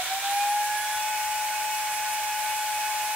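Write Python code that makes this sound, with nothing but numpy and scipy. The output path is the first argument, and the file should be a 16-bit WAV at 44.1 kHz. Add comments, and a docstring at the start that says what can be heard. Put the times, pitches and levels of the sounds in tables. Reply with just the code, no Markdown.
"""Small blender grinding dry seeds

A blender runs up to full speed in a kitchen; its blades whine as a fluttering sine with three overtones.
The motor adds thinner fading tones and a high whistle, all locked to the same changing speed.
Shaped noise makes the rush of air and fine meal; random clicks make the coarse seeds, loudest at first.
Two fading low tones hum faintly underneath, and one soft low thud is a short dying sine.
"""
import sys
import numpy as np
from scipy import signal
from scipy.fft import rfft, irfft
from scipy.io import wavfile

SR = 44100
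rng = np.random.default_rng(int(sys.argv[2]) if len(sys.argv) > 2 else 0)


def wav_out(sig):
    """Save sig, one row per channel (or a flat mono array), as 16-bit PCM at SR to the path in sys.argv[1]."""
    wavfile.write(sys.argv[1], SR, np.round(np.clip(np.atleast_2d(sig).T, -1, 1) * 32767).astype(np.int16))


N = 138915  # length in samples

# The shifting load makes the speed waver. Each row: time in seconds, pitch added to the whine in Hz.
LOAD_WAVER = [(.98, 0), (1.09, 1.8), (1.16, -1.4), (1.65, -.8), (1.73, 3.2), (1.82, 0), (1.96, -4.2),
              (2.13, 1.4), (2.18, -2.4), (2.33, -2.5), (2.53, 2), (2.79, -3.8), (2.85, -.2), (2.94, .9),
              (3.05, -3.8), (3.11, 1)]
START_HZ, FREE_HZ, HELD_HZ = 735, 857.5, 849.3  # pitch at the start, free-running, and once held
SPIN_UP_S = .385  # time constant of the rise
JITTER_HZ, JITTER_PER_S = .45, 16


def spin_up():
    """Pitch of the whine in Hz: it rises ever slower towards free running, is held, and wavers."""
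    t = np.arange(N) / SR
    rise = FREE_HZ - (FREE_HZ - START_HZ) * np.exp(-t / SPIN_UP_S)
    held = np.minimum(rise, HELD_HZ)
    return held + in_time(LOAD_WAVER) + JITTER_HZ * drift(JITTER_PER_S)


# Loudness of the whine. Each row: time in seconds, rms level in dB.
WHINE_LEVEL = [(0, -32), (.028, -30.5), (.05, -38), (.072, -46), (.1, -39), (.118, -31), (.15, -29.3),
               (.185, -34), (.213, -48), (.245, -30), (.35, -26.5), (.55, -24.8), (.62, -26.5), (.665, -30),
               (.74, -28.5), (.81, -32.5), (1.07, -30), (2.0, -31.4), (2.5, -30.2), (3.15, -30.6)]
# The whine's place shifts with its pitch. Each row: pitch in Hz, left minus right in dB.
WHINE_PAN = [(735, -.3), (835, 1.2), (840, -1.6), (846.5, 0), (848.3, 3.4)]
# Loudness of its second, third and fourth harmonics. Each row: time in seconds, rms level in dB.
OCTAVE_LEVEL = [(0, -49), (.46, -44), (.7, -37.5), (.93, -38), (1.03, -53), (1.6, -56), (2.0, -47),
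                (3.15, -48.5)]
THIRD_LEVEL = [(0, -44), (.33, -47), (.42, -37), (.5, -44), (.9, -57), (1.02, -42.5), (1.5, -44),
               (3.15, -43.5)]
FOURTH_LEVEL = [(.73, -56), (.8, -44), (.95, -43), (1.1, -48), (1.25, -55), (3.15, -51.5)]
OCTAVE_PAN_DB, THIRD_PAN_DB, FOURTH_PAN_DB = -0.5, -4, -5  # left minus right
WHINE_FLUTTER, FLUTTER_PER_S = 0.058, 35  # lasting depth as a share of the level, and its rate
START_FLUTTER, SETTLE_S = .35, .17  # extra depth: the whine flutters more raggedly during the run-up
OVERTONE_UNSTEADY, OVERTONE_FADES_PER_S = .55, 24


def blades(speed, phase):
    """The blades sound one strong sine, fluttering at random, most strongly at first, with harmonics."""
    t = np.arange(N) / SR
    depth = WHINE_FLUTTER + START_FLUTTER * np.exp(-(t / SETTLE_S) ** 2)
    common = drift(FLUTTER_PER_S)
    each_side = np.array([drift(FLUTTER_PER_S), drift(FLUTTER_PER_S)])
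    flutter = 1 + depth * (common + .4 * each_side)
    whine = rms_one(flutter * np.sin(phase))
    out = whine * from_db(in_time(WHINE_LEVEL)) * panned(at_hz(WHINE_PAN, speed))
    overtones = [(2, OCTAVE_LEVEL, OCTAVE_PAN_DB), (3, THIRD_LEVEL, THIRD_PAN_DB),
                 (4, FOURTH_LEVEL, FOURTH_PAN_DB)]
    for harmonic, level, pan_db in overtones:
        tone = unsteady_tone(harmonic * phase, OVERTONE_UNSTEADY, OVERTONE_FADES_PER_S)
        out = out + tone * from_db(in_time(level)) * panned(pan_db)
    return out


# Thinner motor tones. Each row: multiple of the whine's pitch, rms level in dB at the held speed,
# left minus right in dB, unsteadiness from 0 to 1 (anything over 0.75 acts as 0.75).
MOTOR_LINES = [(.875, -57.5, 8, 0.9), (1.04, -53, -14, 1), (1.255, -58.5, -28, 0.88), (1.405, -56, 7, 1),
               (1.7555, -46, 5.5, 0.46), (1.7468, -49.5, -6, 1), (2.603, -47.5, 0, 0.9),
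               (3.452, -50.5, 2, 1), (5.395, -61.5, -12, 1), (10.26, -51.5, -3, .9), (13.01, -53.5, -27, 1),
               (17.585, -56, 1, 0.7)]
LINE_FADES_PER_S = 15
MOTOR_DB_PER_HZ = 0.26  # the tones grow as the speed rises


def motor(speed, phase):
    """The motor's wavering tones follow the speed, two close ones beating."""
    tones = 0
    for multiple, db, pan_db, unsteady in MOTOR_LINES:
        tone = unsteady_tone(multiple * phase, unsteady, LINE_FADES_PER_S)
        tones = tones + tone * from_db(db) * panned(pan_db)
    return tones * from_db(MOTOR_DB_PER_HZ * (speed - HELD_HZ))


# Whistle between its flares. Each row: time in seconds, level in dB.
WHISTLE_LEVEL = [(0, -56), (1.4, -52), (2.28, -63), (2.4, -47.5), (3.15, -50)]
# Flares added to it in power. Each row: time in seconds, the flare's own peak in dB,
# half-length in seconds (to 1/e of its power).
WHISTLE_FLARES = [(.04, -48, 0.019), (.36, -46, 0.057), (.51, -45, 0.049), (.65, -43.5, 0.023),
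                  (0.778, -43.5, 0.055), (0.94, -41, 0.024), (1.198, -48, .018), (1.78, -39, 0.011),
                  (1.955, -39, .025), (2.12, -43, .03), (2.55, -43, 0.044)]
WHISTLE_MULTIPLE, WHISTLE_UNSTEADY, WHISTLE_FADES_PER_S = 13.19, .6, 35


def whistle(phase):
    """The motor's high whistle rises with the speed and flares up in short bursts."""
    t = np.arange(N) / SR
    power = from_db(in_time(WHISTLE_LEVEL)) ** 2
    for peak_s, db, half_s in WHISTLE_FLARES:
        power = power + from_db(db) ** 2 * np.exp(-((t - peak_s) / half_s) ** 2)
    tone = unsteady_tone(WHISTLE_MULTIPLE * phase, WHISTLE_UNSTEADY, WHISTLE_FADES_PER_S)
    return np.sqrt(power) * tone


# Colour of the rush. Each row: frequency in Hz, relative density in dB per Hz.
RUSH_COLOUR = [(25, -42), (45, -35), (75, -17.5), (120, -23), (200, -22), (230, -25.5), (320, -21),
               (440, -20), (490, -17.5), (620, -6), (680, -4.5), (712, -8.5), (770, -4), (930, -6),
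               (1060, -3), (1130, -11), (1300, -12.5), (1500, -4.5), (1800, -4), (2000, -4.5), (2300, 0),
               (2600, -2.5), (3100, -7), (3800, -13.5), (4400, -6.5), (5000, -9), (5400, -5), (6000, -6),
               (7600, -5.5), (9000, -7.5), (9700, -9), (12500, -12), (14000, -11.5), (15700, -12)]
RUSH_DB, BLADE_CHOP = -32.5, 0.14  # rms level; depth of the chop as a share of the flow
RUSH_FLICKER_DB, RUSH_FLICKERS_PER_S = .3, 22


def rush(phase):
    """Air and fine meal whirl round the jug: noise lightly chopped at the pitch of the blades."""
    flicker = from_db(RUSH_FLICKER_DB * drift(RUSH_FLICKERS_PER_S))
    chop = 1 + BLADE_CHOP * np.sin(phase)
    noise = rng.standard_normal((2, N)) * flicker * chop
    return from_db(RUSH_DB) * coloured(kitchen(noise), RUSH_COLOUR)


# Loudness of the coarse seeds. Each row: time in seconds, gain in dB.
COARSE_LEVEL = [(0, -34.5), (.22, -36.5), (.3, -34), (.37, -41), (.43, -35), (.5, -42), (.95, -42.5),
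                (1.2, -45.5), (3.15, -43)]
# Colour of their rattle. Each row: frequency in Hz, relative density in dB per Hz.
COARSE_COLOUR = [(200, -34), (700, -12.5), (1400, -2.5), (2200, -8.5), (3000, -5), (3600, 2.5), (4300, -4),
                 (5000, -14.5), (8000, -14), (15000, -50)]
SEED_HITS_PER_S, SEED_SPREAD_DB = 5100, 2.5  # hits before the wavering, in each of two streams


def seeds():
    """Coarse seeds pelt the jug as random clicks, quieter as they are ground down."""
    strength_db = SEED_SPREAD_DB * np.minimum(rng.exponential(1, (2, N)), 5)
    clicks = from_db(strength_db) * rng.choice([-1, 1], (2, N))
    hits_per_s = SEED_HITS_PER_S * from_db(2 * drift(25))
    hits = rng.random((2, N)) < hits_per_s / SR
    return from_db(in_time(COARSE_LEVEL)) * coloured(kitchen(clicks * hits), COARSE_COLOUR)


THUD_S, THUD_HZ, THUD_DB, THUD_T60_S = 0.96, 80, -53, .13  # start, pitch, starting level, 60 dB decay


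def thud():
    """One soft low thud: a sine that dies away at once."""
    t = np.maximum(np.arange(N) / SR - THUD_S, 0)  # held at 0, so silent, until the thud
    return from_db(THUD_DB - 60 * t / THUD_T60_S) * np.sin(2 * np.pi * THUD_HZ * t)


# Faint low hum. Each row: frequency in Hz, level in dB.
HUM = [(75, -75), (102, -70)]


def hum():
    """Steady pitches with slightly fading levels, alike on both sides."""
    t = np.arange(N) / SR
    tones = 0
    for hz, db in HUM:
        one_side = unsteady_tone(2 * np.pi * hz * t, 0.36, LINE_FADES_PER_S)[0]
        tones = tones + from_db(db) * one_side
    return tones


KITCHEN_T60_S, ECHO_DB = 0.18, -7  # 60 dB decay; reflections against the direct sound


def kitchen(pair):
    """Dense, quickly dying reflections from cupboards and walls, as decaying noise."""
    t = np.arange(SR // 2) / SR
    tail = rng.standard_normal((2, len(t))) * from_db(-60 * t / KITCHEN_T60_S)
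    tail /= np.sqrt(np.sum(tail ** 2, axis=1, keepdims=True))
    return pair + from_db(ECHO_DB) * signal.fftconvolve(pair, tail, axes=1)[:, :N]


# Stereo width. Each row: frequency in Hz, likeness of left and right (1 is identical).
LIKENESS = [(90, .998), (160, .94), (400, .91), (750, .94), (1200, .72), (2600, .56), (3400, .1),
            (5800, .42), (7000, .18), (9000, .35), (11000, .2), (14000, .72)]
# Stereo balance. Each row: frequency in Hz, left minus right in dB.
BALANCE_DB = [(500, -0.5), (1400, -3), (2400, -4), (4000, -2), (8000, -1), (15000, -1)]
# Phase by which the left side leads. Each row: frequency in Hz, lead in radians.
LEAD = [(700, 0), (1500, -.3), (3000, 0), (4300, -2.3), (6200, -2.7), (7500, -4.5), (10700, -4.7),
        (11300, -7.5), (14000, -6.3), (15500, -4.8)]


def coloured(pair, spectrum):
    """Filter two unrelated signals into one stereo sound of the given colour; rms 1."""
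    hz = np.arange(N + 1) * SR / (2 * N)
    mid, side = rfft(pair, 2 * N)
    alike = np.clip(at_hz(LIKENESS, hz), -.999, .999)
    both = np.sqrt(1 + alike) * mid + np.sqrt(1 - alike) * side * [[1], [-1]]
    lead = np.exp(1j * at_hz(LEAD, hz) * [[1], [0]])
    place = panned(at_hz(BALANCE_DB, hz)) * lead
    return rms_one(irfft(both * from_db(at_hz(spectrum, hz)) * place)[:, :N])


def unsteady_tone(phase, unsteady, fades_per_s):
    """A tone, part steady and part fading at random, a little differently on each side; rms 1."""
    share = np.clip(unsteady, 0, .75)
    fades = np.array([drift(fades_per_s) + 1j * drift(fades_per_s) for _ in range(3)])
    fading = .5 * (fades[0] + fades[1:])  # one common fade plus one for each side
    swing = np.sqrt(1 - share ** 2) + share * fading
    return rms_one(np.real(swing * np.exp(1j * phase)))


def drift(rate):
    """Smooth random wandering of rms 1: noise through two equal low-pass poles at rate Hz."""
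    step = 40  # drawn at every 40th sample, then interpolated
    pole = np.exp(-2 * np.pi * rate * step / SR)
    noise = rng.standard_normal(N // step + 2002)
    slow = signal.lfilter([1], [1, -2 * pole, pole ** 2], noise)[2000:]  # drop the filter's start
    return np.interp(np.arange(N) / step, np.arange(len(slow)), rms_one(slow))


def panned(db):
    """Left and right gains for a level difference, at constant power."""
    gains = from_db(np.array([[.5], [-.5]]) * db)
    return gains / np.sqrt(np.mean(gains ** 2, axis=0))


def in_time(rows):
    """A control curve at every sample, straight between its points."""
    return np.interp(np.arange(N) / SR, *np.transpose(rows))


def at_hz(points, hz):
    """Read a table on a log-frequency axis."""
    table = np.array(points)
    return np.interp(np.log(hz + 1), np.log(table[:, 0]), table[:, 1])


def from_db(db):
    """Decibels to gain."""
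    return 10 ** (np.asarray(db) / 20)


def rms_one(x):
    """Scale to unit power."""
    return x / np.sqrt(np.mean(x ** 2) + 1e-20)


def scene():
    """One speed drives blades, motor, whistle and rush; seeds, thud and hum run on their own."""
    speed = spin_up()
    phase = 2 * np.pi * np.cumsum(speed) / SR
    machine = blades(speed, phase) + motor(speed, phase) + whistle(phase)
    return machine + rush(phase) + seeds() + thud() + hum()


CUTOFF_HZ = 15780


def record(dry):
    """A steep linear-phase low-pass cuts the top."""
    low_pass = signal.firwin(801, CUTOFF_HZ, fs=SR, window="blackman")
    return signal.fftconvolve(dry, low_pass[None], "same", axes=1)


dry = scene()
out = record(dry)
wav_out(out)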